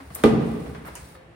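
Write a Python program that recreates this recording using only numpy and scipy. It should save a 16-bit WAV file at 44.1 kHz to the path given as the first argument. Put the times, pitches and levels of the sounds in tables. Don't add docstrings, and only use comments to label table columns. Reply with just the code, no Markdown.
import sys
import numpy as np
from scipy import signal
from scipy.io import wavfile
from scipy.ndimage import uniform_filter1d

SR = 44100
rng = np.random.default_rng(int(sys.argv[2]) if len(sys.argv) > 2 else 0)


def digitize_waveform(pressure):
    field = np.atleast_2d(pressure).T
    bounded = np.clip(field, -1, 1)
    quanta = np.round(bounded * 32767).astype(np.int16)
    wavfile.write(sys.argv[1], SR, quanta)


N = 59535
T = np.arange(N) / SR
BAND_EDGES_HZ = 22 * 2 ** (np.arange(30) / 3)
BAND_CENTRES_HZ = np.sqrt(BAND_EDGES_HZ[1:] * BAND_EDGES_HZ[:-1])
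OPPOSITE = np.array([[1], [-1]])


def from_db(db):
    return 10 ** (np.asarray(db) / 20)


def per_band(points):
    hz, value = np.transpose(points)
    return np.interp(np.log(BAND_CENTRES_HZ), np.log(hz), value)


def fade(t60_s, rise_s=1e-5):
    return np.exp(-np.log(1000) * T / t60_s) * (1 - np.exp(-T / rise_s))


def at(start_s, x):
    return np.pad(x, ((0, 0), (max(int(start_s * SR), 0), 0)))[:, :N]


def butter(x, order, hz, kind):
    return signal.sosfilt(signal.butter(order, hz, kind, fs=SR, output="sos"), x)


def steady(x, samples):
    return x / np.sqrt(uniform_filter1d(x ** 2, samples, axis=-1) + 1e-12)


def grain(step_s):
    return np.interp(T / step_s, np.arange(N), rng.standard_normal(N))


def diffuse(colour):
    # frequency_hz, correlation
    likeness = [(85, 0.92), (170, 0.93), (350, 0.57), (700, 0.07), (1500, 0), (5000, 0.05), (12000, 0)]
    power = from_db(per_band(colour)) ** 2 * np.diff(BAND_EDGES_HZ)
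    white = rng.standard_normal((2, 2, N + SR // 4))
    bands = []
    for k, alike in enumerate(per_band(likeness)):
        noise = butter(white[k % 2], 2, BAND_EDGES_HZ[k:k + 2], "band")[:, -N:]
        mid, side = steady(noise, samples=3500)
        stereo = np.sqrt(1 + alike) * mid + np.sqrt(1 - alike) * side * OPPOSITE
        bands.append(np.sqrt(power[k] / power.sum() / 2) * stereo)
    return np.array(bands)


def hall_tail(bands, rise_s):
    # frequency_hz, t60_s
    decay = [(60, 1.7), (160, 1.085), (400, 1.23), (1000, 1.33), (3000, 1.53), (8000, 0.88), (15000, .5)]
    return sum(band * fade(t60_s, rise_s) for band, t60_s in zip(bands, per_band(decay)))


def ring(modes, rise_s=1e-5, spread_rad=0., rise_cycles=0):
    skew = spread_rad * rng.choice([-1, 1], len(modes))
    out = 0
    for k, (hz, db, t60_s) in enumerate(modes):
        envelope = from_db(db) * fade(t60_s, rise_s + rise_cycles / hz)
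        out = out + (-1) ** k * envelope * np.sin(2 * np.pi * hz * T + skew[k] * OPPOSITE)
    return out


def resonant(x, peaks):
    for hz, width_hz, boost_db in peaks:
        peak = signal.lfilter(*signal.iirpeak(hz, hz / width_hz, fs=SR), x)
        x = x + (from_db(boost_db) - 1) * peak
    return x


def ventilation():
    # frequency_hz, relative_density_db
    air_colour = [(25, -24), (42, -20), (66, -4), (95, 3.5), (140, 0), (250, -7.5), (550, -6),
                  (1300, -18.5), (2300, -17.5), (4500, -35.5), (9000, -41.5), (16000, -60)]
    # time_s, level_db
    swell = [(0, -58.5), (.1, -48), (.45, -39.5), (.7, -47), (.9, -47), (1.05, -57), (1.14, -59),
             (1.35, -59)]
    rumble_hz = 66.6
    b, a = signal.iirpeak(rumble_hz, Q=rumble_hz / 16.4, fs=SR)
    white = rng.standard_normal(N + SR)
    rumble = signal.lfilter(b, a, signal.lfilter(b, a, white))[SR:]
    rumble_db = np.interp(T, *np.transpose(swell))
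    return from_db(-50) * diffuse(air_colour).sum(0) + from_db(rumble_db) * steady(rumble, samples=6000)


def rustle():
    # time_s, level_db
    swell = [(0, -63), (.1, -60.5), (.2, -48.5), (.38, -63), (.47, -57), (.6, -58), (.68, -56.5),
             (.81, -65.5), (.89, -60.5), (.94, -57.5), (1.05, -54.5), (1.15, -59.5), (1.21, -74),
             (1.35, -85)]
    # frequency_hz, relative_density_db
    colour = [(1500, -22), (4000, 1), (7200, -4), (10000, -2), (12500, -16), (16000, -2)]
    level_db = np.interp(T, *np.transpose(swell)) + 2 * grain(step_s=0.0012)
    return from_db(level_db) * diffuse(colour).sum(0)


def distant_knocks():
    # start_s, level_db
    hits = [(.001, -41), (.045, -53), (.103, -43.5), (.155, -37), (.186, -38), (.660, -40), (.747, -37),
            (.848, -42.5), (.862, -42.5), (.875, -44.5), (.882, -38.5), (.954, -47), (.970, -47),
            (1.085, -59), (1.150, -47), (1.212, -64)]
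    # frequency_hz, relative_density_db
    colour = [(80, -0.5), (200, -0.5), (550, 1.5), (900, 1.5), (1500, -1), (2100, -4.5), (2900, -13),
              (5000, -19), (12000, -49)]
    bands, out = diffuse(colour), 0
    for start_s, db in hits:
        own_bands = np.roll(bands, rng.integers(N), axis=-1)
        knock = own_bands.sum(0) * fade(t60_s=0.11, rise_s=.0008)
        hall = from_db(-9.5) * hall_tail(own_bands, rise_s=0.016)
        out = out + from_db(db) * at(start_s, knock + hall)
    return out


def floor_bumps():
    # start_s, pitch_hz, level_db
    thuds = [(.003, 272, -35.5), (0.068, 67, -37.5), (0.099, 130, -38.5), (0.104, 193.5, -38),
             (0.196, 248, -37), (0.663, 72, -30), (1.012, 68, -34.5), (1.031, 116, -40),
             (1.275, 339, -44.5)]
    t60_s = 0.18
    return sum(at(start_s, ring([(hz, db, t60_s)], rise_s=0.0086)) for start_s, hz, db in thuds)


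def close_ticks():
    # start_s, level_db
    hits = [(0.1479, -24.5), (0.1516, -18.5), (0.153, -29), (0.856, -39), (.863, -39), (.872, -37),
            (0.8802, -36)]
    # pitch_hz, relative_level_db, t60_s
    modes = [(8840, -1.5, 0.0018), (10150, -6, 0.0041), (13500, 10.5, 0.00067)]
    direct = sum(from_db(db) * at(start_s, ring(modes, spread_rad=1.0)) for start_s, db in hits)
    direct = butter(direct, 2, hz=5400, kind="high")
    room = rng.standard_normal((2, N)) * fade(t60_s=0.12, rise_s=0.00079)
    room /= np.sqrt(N * np.mean(room ** 2))
    return direct + from_db(-3.5) * signal.fftconvolve(direct, room, axes=1)[:, :N]


def snap():
    burst = rng.standard_normal((2, N)) * fade(t60_s=0.0085)
    return butter(burst, 1, hz=[2460, 11000], kind="band")


def hollow_body():
    # pitch_hz, level_db, t60_s
    modes = [(81.3, -21.5, 0.49), (150, -26, 0.37), (235.8, -12, 0.18), (314, -8, .11), (349, -14.5, 0.17),
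             (427.4, -5.5, .1), (466, -13, 0.105), (536, -23, 0.045), (710, -25, 0.16), (791, -21.5, 0.19),
             (1216, -28, 0.13)]
    direct = sum(ring([mode], spread_rad=0.15, rise_cycles=0.38) for mode in modes)
    wall_echo = at(start_s=.0172, x=direct[::-1])
    return direct + from_db(-6) * wall_echo


def boom_reflections():
    # frequency_hz, relative_density_db
    early_colour = [(40, -21), (80, -9), (200, -1), (430, 0), (600, -4.5), (1300, -11), (1900, -19.5),
                    (3400, -18), (5500, -31.5), (9000, -36), (15000, -47)]
    # frequency_hz, relative_density_db
    tail_colour = [(40, -41), (75, -6.5), (110, -7), (160, -0.5), (260, -0.5), (450, -4), (600, -10),
                   (850, -13), (1300, -20), (2000, -25.5), (3300, -30), (6000, -41.5), (15000, -63)]
    # centre_hz, width_hz, boost_db
    resonances = [(131.5, 24, 9), (173, 30, 6), (225, 21.5, 7.5), (266, 19, 4), (316.7, 26, 5),
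                  (425.5, 42, 7.5), (462, 46, 3.5), (677, 25, 5), (793, 77, 4.5), (1202, 59, 9),
                  (1516, 34, 4.5), (1992, 43, 9), (2456, 68, 6)]
    rise_cycles = 1.2
    early = sum(band * fade(t60_s=0.27, rise_s=rise_cycles / hz)
                for band, hz in zip(diffuse(early_colour), BAND_CENTRES_HZ))
    tail = hall_tail(diffuse(tail_colour), rise_s=0.024)
    return resonant(from_db(-16) * early + from_db(-20.5) * tail, resonances)


def hollow_blow():
    # pitch_hz, level_db, t60_s
    crack_modes = [(910, -28, 0.018), (1215, -13, 0.039), (1537, -15, 0.02), (2007, -27.5, .06),
                   (2390, -27.5, .08), (3106, -29.5, 0.045), (3620, -19.5, 0.016)]
    # pitch_hz, level_db, t60_s
    hall_modes = [(67.4, -51, 1.1), (135.6, -25, 1.28), (165.5, -26.5, 1.66), (177.5, -26.5, 1.16),
                  (226.4, -16.5, 0.86), (274, -32.5, 1.52), (281.5, -24, 1.2), (312.5, -26.5, 0.67),
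                  (426, -29.5, 1.25), (434, -28.5, 1.04), (481, -29, 1.2), (718, -35, 0.7),
                  (784, -39.5, 1.4), (1216, -34, 0.53), (2003, -51, 0.76), (2130, -51, 0.41)]
    start_s, body_lag_s, left_minus_right_db = .2373, .0032, -0.7
    crack = ring(crack_modes, rise_s=0.00012, spread_rad=0.62) + from_db(-21.5) * snap()
    boom = hollow_body() + ring(hall_modes, rise_s=0.038, spread_rad=0.15)
    pan = from_db(left_minus_right_db / 2 * OPPOSITE)
    return at(start_s, crack + pan * at(body_lag_s, boom) + boom_reflections())


def scuff():
    # frequency_hz, relative_density_db
    colour = [(150, -20), (450, -13), (650, 1.5), (1100, -2), (1450, 2), (2050, -5), (2800, -27),
              (6000, -32)]
    start_s, length_s, swell_db = .848, .04, 3
    rub_db = swell_db * np.minimum(T / length_s, 1) + 2.5 * grain(step_s=.002)
    rub = (T < length_s) * from_db(rub_db)
    room = from_db(-8) * fade(t60_s=0.63, rise_s=length_s / 2)
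    return at(start_s, from_db(-45.5) * diffuse(colour).sum(0) * (rub + room))


def strap_clack():
    # pitch_hz, relative_level_db, t60_s
    modes = [(964, -2, 0.072), (2990, -12.5, 0.13), (5170, -11, .02), (6540, -0.5, 0.018),
             (8760, -4, 0.016), (9640, -9, 0.039), (13400, -3, .01)]
    # frequency_hz, relative_density_db
    splash_colour = [(300, -5), (2700, 5), (3600, -30), (5200, 2), (7300, -0.5), (9300, 2), (11500, -27),
                     (14500, -10)]
    splash = from_db(-41) * diffuse(splash_colour).sum(0) * fade(t60_s=0.25, rise_s=.001)
    hit = from_db(-36) * ring(modes, spread_rad=0.55) + from_db(-38) * snap()
    return at(start_s=.9533, x=hit + splash)


def jostle():
    # pitch_hz, level_db, t60_s
    modes = [(520, -49, 0.85), (1240, -47.5, 0.14), (1765, -59.5, 1), (3800, -64, 0.39), (4370, -63, 0.33)]
    return at(start_s=1.147, x=ring(modes, rise_s=0.0028, spread_rad=0.59))


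def scene():
    return (hollow_blow() + distant_knocks() + scuff() + floor_bumps() + close_ticks()
            + strap_clack() + jostle() + rustle() + ventilation())


def record(dry):
    # centre_hz, width_hz, boost_db
    ports = [(9270, 1260, 7), (13700, 880, 2.5)]
    low_cut_hz, high_cut_hz, ceiling = 38, 15800, .92
    coloured = resonant(butter(dry, 2, low_cut_hz, "high"), ports)
    rounded = coloured / (1 + (np.abs(coloured) / ceiling) ** 6) ** (1 / 6)
    return signal.sosfilt(signal.ellip(10, .1, 90, high_cut_hz, fs=SR, output="sos"), rounded)


dry = scene()
out = record(dry)
digitize_waveform(out)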